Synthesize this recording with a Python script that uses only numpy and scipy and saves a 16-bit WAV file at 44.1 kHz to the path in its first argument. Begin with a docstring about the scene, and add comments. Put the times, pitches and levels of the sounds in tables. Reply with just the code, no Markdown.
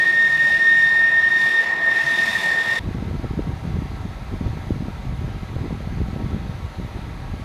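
"""A whining jet fighter taxis past at idle, with the hiss of its intake and the rush of its engine.
The sound then cuts abruptly to the jet far off and tail-on: a faint steady roar under thumping wind.
The whine is a tone with overtones, roughened by random flutter; hiss, rush and roar are coloured noise.
The wind is lumpy rumble, a crackle of small pushes, and single swings of pressure for strong eddies."""
import sys
import numpy as np
from scipy import signal
from scipy.fft import rfft, irfft, next_fast_len
from scipy.io import wavfile
from scipy.ndimage import uniform_filter1d, map_coordinates

SR = 44100
rng = np.random.default_rng(int(sys.argv[2]) if len(sys.argv) > 2 else 0)


def persist_wave(psi):
    """Save psi, clipped to +-1, as 16-bit WAV."""
    counts = np.round(np.clip(psi, -1, 1) * 32767).astype(np.int16)
    wavfile.write(sys.argv[1], SR, np.atleast_2d(counts).T)


N = 328104
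CUT_S = 2.793  # when the near jet gives way to the far one


def amp(db):
    """Turn decibels into a gain."""
    return 10 ** (np.asarray(db) / 20)


def unit(x):
    """Scale to an average strength (rms) of 1."""
    return x / np.sqrt(np.mean(np.abs(x) ** 2) + 1e-20)


def clock():
    """The time of every sample, in seconds."""
    return np.arange(N) / SR


def along(points, hz):
    """Read a table of (pitch_hz, value) at any pitch, on a log scale of pitch."""
    f, v = np.transpose(points)
    return np.interp(np.log(np.abs(hz) + 1), np.log(f + 1), v)


def curves(rows):
    """Join the rows of a timed table by straight lines: one curve for each column after the time."""
    s, *cols = np.transpose(rows)
    return [np.interp(clock(), s, c) for c in cols]


def wobble(rate):
    """A smooth random curve through this many random points a second."""
    knots = rng.standard_normal(int(N * rate / SR) + 4)
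    return map_coordinates(knots, [np.arange(N) * rate / SR])


def filtered(x, response):
    """Strengthen or weaken each pitch in x by the given response."""
    size = next_fast_len(N + 8192)  # padded, so that the end does not wrap onto the start
    return irfft(rfft(x, size) * response(np.fft.rfftfreq(size, 1 / SR)), size)[:N]


def noise(spectrum):
    """Noise of rms 1 with the given colour."""
    return unit(filtered(rng.standard_normal(N), lambda hz: amp(along(spectrum, hz))))


def complex_noise(response):
    """Complex noise of rms 1, spread alike below and above zero frequency."""
    real = filtered(rng.standard_normal(N), response)
    return unit(real + 1j * filtered(rng.standard_normal(N), response))


def patchy(x, depth_db):
    """Moving air lifts and sinks patches of pitch and time."""
    z = signal.stft(x, nperseg=1024)[2]
    across_pitch = uniform_filter1d(rng.standard_normal(z.shape), size=8, axis=0)
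    field = uniform_filter1d(across_pitch, size=10, axis=1)
    return unit(signal.istft(z * amp(depth_db * unit(field)))[1][:N])


def even(x, seconds):
    """Keep the fast fluctuations of x, with a steady strength over longer times."""
    power = uniform_filter1d(np.abs(x) ** 2, size=int(seconds * SR))
    return x / np.sqrt(np.abs(power) + 1e-9)


def eddies(rate, scatter_db):
    """Random pushes and pulls of pressure, rate a second, of widely varying size."""
    struck = rng.random(N) < rate / SR
    sign = np.sign(rng.standard_normal(N))
    return struck * sign * amp(scatter_db * np.tanh(rng.standard_normal(N)))


# Colour of the wind's low rumble: pitch_hz, level_db per Hz (relative)
RUMBLE_COLOUR = [(12, -23), (25, -14), (40, 4), (70, 5.5), (110, 1.5), (150, -2.5), (220, -14), (400, -35),
                 (1500, -120)]
# Colour of the quicker flutter of small eddies: pitch_hz, level_db per Hz (relative)
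FLUTTER_COLOUR = [(60, -67), (150, 1.5), (210, -0.5), (300, -4.5), (420, -9.5), (600, -27), (1000, -27),
                  (2500, -65), (6000, -120)]
# Gusts, and lulls where the rise is negative: middle_s, half_length_s, rumble_rise_db, flutter_rise_db
GUSTS = [(2.89, 0.067, -0.5, 5), (3.118, 0.26, 4.5, 10), (3.33, 0.017, -2, 1), (3.444, 0.11, 2.5, 10),
         (3.588, 0.026, -6, -11), (3.736, 0.16, 4.5, 8), (3.984, 0.076, 2, 3.5), (4.337, 0.023, 5.5, 11),
         (4.465, 0.086, 4, 10.5), (4.8, 0.19, 1, 6), (4.99, 0.015, -3, -5), (5.073, 0.059, 6.5, 2.5),
         (5.25, 0.15, 4, 5.5), (5.485, 0.016, -1, -2), (5.67, 0.15, 2, 12), (5.847, .015, 0, -6),
         (5.996, 0.076, 10, 12.5), (6.17, 0.049, 0, 8.5), (6.302, 0.18, 3, 10.5), (6.74, 0.028, -9, -3),
         (6.807, 0.033, 3, 9), (6.988, 0.034, 4, 6.5), (7.325, 0.028, 4, 7)]
RUMBLE_DB, FLUTTER_DB = -31.5, -42.5  # levels in the bare breeze
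LUMP_DB = 4.8  # unevenness of the rumble, before its strength is steadied


def wind():
    """Each gust or lull shifts a lumpy rumble and a quicker flutter of small eddies."""
    t = clock()
    rumble_db, flutter_db = RUMBLE_DB, FLUTTER_DB
    for middle_s, half_length_s, rumble_rise_db, flutter_rise_db in GUSTS:
        gust = np.exp(-((t - middle_s) / half_length_s) ** 2)
        rumble_db = rumble_db + rumble_rise_db * gust
        flutter_db = flutter_db + flutter_rise_db * gust
    lumps = wobble(28)  # one packet of air carries both large and small eddies
    rumble = even(noise(RUMBLE_COLOUR) * amp(LUMP_DB * lumps), seconds=0.061)
    pushes = filtered(eddies(rate=130, scatter_db=4.5), lambda hz: amp(along(FLUTTER_COLOUR, hz)))
    flutter = even(unit(pushes) * amp(4.0 * lumps), seconds=0.09)
    return amp(rumble_db) * rumble + amp(flutter_db) * flutter


# The strongest eddies on the microphone: middle_s, swing_db, swing_hz, puff_db
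# (both levels are set before the small trims and the soft start below)
THUMPS = [(2.86, -16.5, 115, -35), (2.876, -15.5, 90, -26), (2.89, -17, 159, -27), (2.95, -18, 204, -28),
          (2.991, -18.5, 90, -33), (3.026, -14, 204, -24), (3.112, -17, 115, -23), (3.151, -22, 90, -29),
          (3.245, -29, 168, -18.5), (3.31, -15.5, 135, -35), (3.377, -13.5, 171, -40),
          (3.394, -13, 253, -16.5), (3.443, -24, 147, -28), (3.481, -20, 188, -29), (3.496, -16, 125, -27),
          (3.536, -17, 90, -45), (3.654, -17, 159, -26), (3.679, -14, 149, -40), (3.745, -14.5, 98, -40),
          (3.759, -13.5, 147, -29), (3.789, -15, 146, -31), (3.822, -15.5, 235, -30),
          (4.056, -17, 162, -34), (4.413, -14.5, 219, -24), (4.464, -12, 90, -23.5), (4.49, -20, 115, -33),
          (4.503, -14, 89, -33), (4.572, -22.5, 174, -26), (4.708, -9, 252, -18.5), (4.721, -12, 90, -33),
          (4.766, -14, 134, -33), (4.807, -14.5, 125, -33), (4.824, -17, 204, -37),
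          (4.884, -16.0, 173, -22), (5.195, -18, 90, -40), (5.246, -15.5, 135, -28),
          (5.565, -14.5, 90, -19), (5.616, -13, 105, -37), (5.641, -19.5, 242, -28), (5.707, -29, 200, -22),
          (5.728, -12.5, 221, -28), (5.807, -22, 185, -25), (5.875, -14, 147, -24),
          (5.975, -15.5, 115, -30), (6.006, -18, 125, -29), (6.022, -16, 106, -33),
          (6.087, -18.5, 159, -26), (6.163, -16, 148, -21), (6.212, -18.5, 187, -42),
          (6.244, -16.5, 98, -30), (6.265, -15, 159, -39), (6.333, -16, 98, -27), (6.347, -14, 173, -24),
          (6.367, -17.0, 172, -35), (6.497, -14.5, 126, -29), (6.65, -15.5, 98, -31),
          (6.799, -19.5, 180, -24), (6.849, -17.5, 155, -29), (6.992, -21, 171, -27),
          (7.338, -17.5, 145, -34), (7.398, -23, 201, -34)]
LEAD_S = .006  # from the start of an eddy to its middle
PUFF_HZ = 440  # the puff of a breaking eddy
EDGE_HZ, EDGE_DB = 1200, -18  # the puff's sharp edge, level against the puff


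def thumps():
    """A strong eddy gives one swing of pressure, shorter for a smaller eddy, and a sharp puff as it breaks."""
    out = np.zeros(N + SR)
    t = np.arange(SR // 16) / SR
    from_middle = t - LEAD_S
    soft_start = 1 - np.exp(-t / 0.0027)

    def swing(hz, turn):
        """A single short burst of pressure; turn sets where in its cycle it stands."""
        return np.exp(-(hz * from_middle / 0.61) ** 2) * np.sin(2 * np.pi * hz * from_middle + turn)

    all_turns = rng.uniform(0, 2 * np.pi, (len(THUMPS), 2))
    for (middle_s, swing_db, hz, puff_db), (swing_turn, puff_turn) in zip(THUMPS, all_turns):
        puff = swing(PUFF_HZ, puff_turn) + amp(EDGE_DB) * swing(EDGE_HZ, puff_turn)
        push = amp(swing_db + 0.1) * swing(hz, swing_turn) + amp(puff_db - 1.3) * puff
        start = round((middle_s - LEAD_S) * SR)
        out[start:][:len(t)] += push * soft_start
    return out[:N]


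# Colour of the distant roar: pitch_hz, level_db per Hz (relative)
ROAR_COLOUR = [(100, -9.5), (600, 0), (1000, -2.5), (1480, -5.5), (2050, -4), (3000, -12), (3800, -10.5),
               (4700, -15.5), (5500, -22), (6300, -18.5), (7300, -26.5), (9000, -28.5), (10800, -26),
               (13500, -33), (15000, -34)]
# Narrow resonances in the roar: pitch_hz, width_hz (narrowed by 0.8 below), level_db against the roar's colour
RESONANCES = [(631, 36, 1.5), (770.5, 45, 7.5), (937, 46, 6), (1117, 28, 5), (1311, 44, 8), (1633, 38, 2.5),
              (2035, 49, -1.5)]
ROAR_DB = -41.5
RESONANCE_SWELL_DB, RESONANCE_WANDER_HZ = 1.5, 7


def far_engine():
    """A dull steady roar of noise from the tailpipe; moving air makes its resonances swell and wander."""
    colour = lambda hz: amp(along(ROAR_COLOUR, hz))
    roar = filtered(rng.standard_normal(N), colour)
    for hz, width_hz, db in RESONANCES:
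        ring = lambda f: amp(db) * colour(hz) / (1 + ((f - hz) / (.8 * width_hz)) ** 2)
        band = signal.hilbert(filtered(rng.standard_normal(N), ring), next_fast_len(N))[:N]
        drift = 2 * np.pi * np.cumsum(RESONANCE_WANDER_HZ * wobble(9)) / SR
        strength = unit(amp(RESONANCE_SWELL_DB * np.tanh(wobble(5))))
        roar = roar + strength * (band * np.exp(1j * drift)).real
    return amp(ROAR_DB + 0.17 * wobble(17.0)) * patchy(unit(roar), depth_db=1.0)


# The treble swelling and fading on the wind: time_s, level_db
TREBLE_LEVEL = [(0.06, -44.5), (0.2, -46), (0.5, -43.5), (0.62, -47), (0.8, -45.5), (.98, -47),
                (1.15, -50.5), (1.35, -46.5), (1.42, -42.5), (1.55, -45), (1.68, -47), (1.77, -51.5),
                (1.93, -46.5), (1.98, -43.5), (2.15, -41), (2.19, -39.5), (2.36, -38.5), (2.42, -39),
                (2.58, -44.5), (2.7, -41.5)]


def swell():
    """How far the treble stands above or below the average of its table (dB)."""
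    return curves(TREBLE_LEVEL)[0] - np.mean(np.transpose(TREBLE_LEVEL)[1])


SHAFT_HZ = 40.2
THROB = .14  # size of the once-a-turn part, as a share of the level


def shaft_throb():
    """Slightly unequal blades make the sound throb once a turn of the shaft, and more weakly twice a turn."""
    turn = 2 * np.pi * SHAFT_HZ * clock()
    return 1 + THROB * (np.cos(turn) + np.cos(2 * turn) / 3)


def turned(middle_s, width_s):
    """A smooth change from 0 to 1 as the jet swings its tail towards the microphone."""
    return .5 + .5 * np.tanh((clock() - middle_s) / (2 * width_s))


# Spread of scattered sound about a tone: offset_hz (stretched by the spread below), level_db per Hz (relative)
SCATTER_SKIRT = [(1, 6), (6, -9), (14, -17.5), (28, 0.5), (41, -11), (58, -17.5), (100, -14), (200, -32.5),
                 (400, -45.5), (900, -100)]


def scattered(share, spread):
    """A tone heard through turbulence keeps a direct part and gains a fluttering part."""
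    flutter = complex_noise(lambda hz: amp(along(SCATTER_SKIRT, hz / spread)))
    share = np.clip(share, 0, 1)
    return np.sqrt(1 - share ** 2) + share * flutter


# Shaft and gearbox tones: pitch_hz, level_db (relative, GEARS_DB is added below)
GEAR_TONES = [(361, -15.5), (430, -15), (667.5, -6.5), (733, -18.5), (870, -14), (918, -11), (970, -21),
              (1086, -20), (1165, -21), (1249, -17.5), (1332, -20), (1670, -7), (2232, -15)]
# Colours of the low drone, engine rush, intake hiss, fizz and the highest hiss:
# each is pitch_hz, level_db per Hz (relative)
DRONE_COLOUR = [(12, -30), (25, -20), (45, -7.5), (85, -4.5), (130, -0.5), (220, -1), (290, -9),
                (370, -6.5), (470, -9.5), (800, -33), (3000, -83.5)]
RUSH_COLOUR = [(150, -23), (330, -4.5), (420, -12.5), (475, -8), (570, -2), (710, -2), (830, -1.5),
               (980, 0), (1150, -3), (1450, -6), (2000, 1.5), (3500, -30.5), (9000, -88)]
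HISS_COLOUR = [(900, -29), (1600, -4.5), (2300, 3), (2700, 1.5), (3100, -4.5), (3450, 1.5), (4000, -4),
               (4900, -17), (5400, -5), (6200, -32.5), (9000, -35), (15000, -57)]
FIZZ_COLOUR = [(2500, -26), (4300, 3), (5500, 0.5), (6400, -2.5), (7300, -4), (7900, -8), (9100, -6.5),
               (10300, -11.5), (12800, -15), (14000, -19), (15000, -29)]
SIZZLE_COLOUR = [(4000, -30.5), (8500, 2), (12500, -2), (15000, -7.5)]
TAILPIPE_S, TAILPIPE_WIDTH_S = 1.61, 0.093  # tailpipe comes into earshot: middle and time scale
# Levels side-on (dB), and their gain once the tailpipe is in earshot (dB)
RUSH_DB, RUSH_GAIN_DB = -36, 3
GEARS_DB, GEARS_GAIN_DB = -40, 6
# Levels at the treble's average (dB), and how far each follows its swell (dB per dB)
DRONE_DB, DRONE_SWELL = -40, 0.39
HISS_DB, HISS_SWELL = -36.5, 0.54
SIZZLE_DB, SIZZLE_SWELL = -61, 1.7  # comes through only at the top of a swell
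DRONE_GAIN_DB = -1  # the drone's slow change up to the cut
FIZZ_DB = -0.5  # against the treble's level
ROTOR_HZ, RIPPLE_DB = 83.4, 3  # the rush gathers at multiples of a rotor's turning rate


def near_engine():
    """Noisy rush and gearbox tones grow as the tail swings round; the hiss swells and fades on the wind."""
    t = clock()
    tail = turned(TAILPIPE_S, TAILPIPE_WIDTH_S)
    gears = 0
    for hz, db in GEAR_TONES:
        gain = even(scattered(share=0.52, spread=0.4), seconds=0.25)
        waver = np.exp(2j * np.pi * np.cumsum(3.01 * wobble(10)) / SR)
        gears = gears + amp(db) * gain * waver * np.exp(2j * np.pi * hz * t)
    gears = amp(GEARS_DB + GEARS_GAIN_DB * tail) * gears.real

    drone_db = DRONE_DB + DRONE_GAIN_DB * t / CUT_S + DRONE_SWELL * swell()
    drone = amp(drone_db) * even(patchy(noise(DRONE_COLOUR), depth_db=4.5), seconds=0.098)

    # the ripple stops at the fan's pitch
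    ripple = lambda hz: amp(RIPPLE_DB * np.cos(2 * np.pi * hz / ROTOR_HZ) * (hz < FAN_HZ))
    combed = filtered(noise(RUSH_COLOUR), ripple)
    rush = amp(RUSH_DB + RUSH_GAIN_DB * tail) * patchy(combed, depth_db=1.0)

    hiss = amp(HISS_DB + HISS_SWELL * swell()) * patchy(noise(HISS_COLOUR), depth_db=1.46)
    fizz_db = curves(TREBLE_LEVEL)[0] + FIZZ_DB + 0.59 * wobble(27)
    fizz = amp(fizz_db) * patchy(noise(FIZZ_COLOUR), depth_db=1.5)
    sizzle = amp(SIZZLE_DB + SIZZLE_SWELL * swell()) * noise(SIZZLE_COLOUR)
    return drone + rush + gears + (hiss + fizz + sizzle) * shaft_throb()


# Brief dropouts of the whine: middle_s, depth (0-1), half_length_s
DROPOUTS = [(0.048, 1, 0.0096), (0.123, 0.7, 0.012), (0.153, 0.4, 0.015), (0.286, 0.63, 0.012),
            (0.318, 0.72, 0.0075), (0.373, 1.0, 0.01), (0.497, 0.86, 0.008), (0.584, 1, 0.0088),
            (0.64, 0.45, 0.005), (1.112, 0.52, 0.019), (1.222, 0.72, 0.021), (1.297, 0.82, 0.022),
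            (1.39, 0.6, 0.008), (1.5, 0.85, 0.007), (1.629, 1, 0.01), (1.649, 0.65, 0.015),
            (1.682, 0.4, 0.0096), (1.715, 1, 0.0092), (1.748, 0.9, 0.009), (1.785, 0.47, 0.027),
            (1.907, 0.6, 0.014), (1.94, 0.8, 0.0069), (1.989, 0.95, 0.004), (2.03, 1, 0.007),
            (2.049, 1, 0.013), (2.149, 0.6, 0.0036), (2.165, 0.7, 0.0055), (2.261, 0.93, 0.024),
            (2.322, 1, 0.012), (2.348, 1, 0.0071), (2.375, 1, 0.013), (2.417, 0.7, 0.028),
            (2.513, 1, 0.003), (2.535, 0.9, 0.0031), (2.57, 0.96, 0.01), (2.633, 1, 0.017),
            (2.659, 0.81, 0.016), (2.703, 0.95, 0.0064), (2.745, 1, 0.037), (2.778, 1, 0.003)]


def dropouts():
    """A second air path cancels the direct one for an instant, twisting the phase as it does."""
    t = clock()
    gain = np.ones(N, complex)
    ways = np.sign(rng.standard_normal(len(DROPOUTS)))  # which way the phase twists
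    for (middle_s, depth, half_length_s), way in zip(DROPOUTS, ways):
        offset = (t - middle_s) / half_length_s
        gain = gain * (1 - min(depth, 1) * np.exp(-np.abs(offset) / 10) / (1 + 1j * way * offset))
    return gain


def fading(gain, ceiling):
    """Air paths cancel in deep brief dips, but add up only to a ceiling."""
    return gain / (1 + (np.abs(gain) / ceiling) ** 4) ** (1 / 4)


def breathy(width_hz, shift_hz):
    """A tone smeared into a soft band of noise, a little off its pitch."""
    skirt = lambda hz: 1 / np.sqrt(1 + (hz / width_hz) ** 2) / (1 + (hz / (6 * width_hz)) ** 2)
    return complex_noise(skirt) * np.exp(2j * np.pi * shift_hz * clock())


# Level of the whine: time_s, level_db (lifted by 1 dB below)
WHINE_LEVEL = [(0, -15), (.2, -15), (.42, -15.5), (.62, -15.5), (.69, -12.5), (.77, -15), (.84, -13),
               (.9, -16), (1.02, -13.5), (1.1, -14.5), (1.25, -12.5), (1.4, -17), (1.52, -17.5), (1.6, -13),
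               (1.68, -18.5), (1.73, -12.5), (1.77, -19.5), (1.82, -19.5), (1.88, -14.5), (2.1, -17.5),
               (2.23, -17.5), (2.33, -18.5), (2.365, -12), (2.39, -19), (2.45, -19.5), (2.59, -16.5),
               (2.67, -20), (2.72, -13.5), (2.8, -20)]
# Level that all the overtones follow: time_s, level_db
OVERTONE_LEVEL = [(0, -42), (.3, -40.5), (.55, -42), (.78, -36.5), (.97, -40.5), (1.14, -44), (1.25, -43),
                  (1.32, -40.5), (1.58, -36.5), (1.66, -51.5), (1.8, -50), (1.93, -41.5), (2.04, -45),
                  (2.11, -37), (2.42, -37.5), (2.52, -42.5), (2.75, -39)]
# Fan overtones: multiple of the whine's pitch, level_db against the curve above
OVERTONES = [(2, 1), (3, -14), (4, -22.5), (5, -25), (6, -34.5), (7, -39), (8, -40.5)]
# Colour of a band of roar just under the second harmonic: pitch_hz, level_db per Hz (relative)
SHOULDER_COLOUR = [(3100, -40), (3380, -5), (3520, 3), (3750, -10), (4100, -41)]
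SHOULDER_DB = -7.5  # against the overtones' curve, once the intake has turned away
FAN_HZ, SAG_HZ_PER_S = 1839, 2.5  # blade-passing tone, sagging slowly as the jet rolls by
WAVER_HZ, WAVER_TAIL_HZ = 3.13, 2.5  # random waver of the pitch, and its growth as the intake turns away
INTAKE_S, INTAKE_WIDTH_S = 2, 0.21  # intake turns away: middle and time scale
SCATTER_SIDE, SCATTER_TAIL = 0.23, 0.5  # share of the whine scattered by turbulence, side-on and tail-on
SCATTER_STAYS = .45  # share of the scattered sound that outlasts a dropout
BREATH_SIDE, BREATH_TAIL = .42, .93  # share of the overtones smeared into noise, side-on and tail-on
FLICKER_DB, TWIST = 4.8, .22  # turbulence flickers the overtones and twists their phase (radians per multiple)


def fan():
    """The blade-passing whine roughens as the intake turns away; its overtones flicker and turn breathy."""
    away = turned(INTAKE_S, INTAKE_WIDTH_S)
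    pitch = FAN_HZ - SAG_HZ_PER_S * clock() + (WAVER_HZ + WAVER_TAIL_HZ * away) * wobble(14)
    phase = 2 * np.pi * np.cumsum(pitch) / SR
    share = SCATTER_SIDE + (SCATTER_TAIL - SCATTER_SIDE) * away
    breath = np.clip(BREATH_SIDE + (BREATH_TAIL - BREATH_SIDE) * away, 0, 1)
    (whine_db,), (overtone_db,) = curves(WHINE_LEVEL), curves(OVERTONE_LEVEL)

    dips = dropouts()
    flutter = even(scattered(share=1, spread=0.77), seconds=0.041)
    flutter = flutter * (SCATTER_STAYS + (1 - SCATTER_STAYS) * np.abs(dips))
    gain = fading(np.sqrt(1 - share ** 2) * dips + share * flutter, ceiling=1.5)
    tone = amp(whine_db + 1.0) * gain * np.exp(1j * phase)

    throb = shaft_throb()
    for multiple, db in OVERTONES:
        flicker = unit(amp(FLICKER_DB * np.tanh(wobble(26.2))))
        line = flicker * np.exp(1j * TWIST * multiple * wobble(30.02))
        band = breathy(width_hz=36 * multiple, shift_hz=-11 * multiple)
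        gain = even(np.sqrt(1 - breath ** 2) * line + breath * band, seconds=0.26)
        tone = tone + amp(overtone_db + db) * gain * throb * np.exp(1j * round(multiple) * phase)
    shoulder = amp(overtone_db + SHOULDER_DB) * away * noise(SHOULDER_COLOUR)
    return np.sqrt(2) * tone.real + shoulder


def scene():
    """The near jet gives way at once to the far jet and the wind."""
    after = np.clip((clock() - CUT_S) / .002 + .5, 0, 1)  # a 2 ms crossfade
    near = fan() + near_engine()
    far = far_engine() + wind() + thumps()
    return ((1 - after) * near + after * far)[None]


TOP_HZ = 15100


def record(dry):
    """The recorder keeps nothing above its band limit."""
    return filtered(dry[0], lambda hz: hz < TOP_HZ)[None]


dry = scene()
out = record(dry)
persist_wave(out)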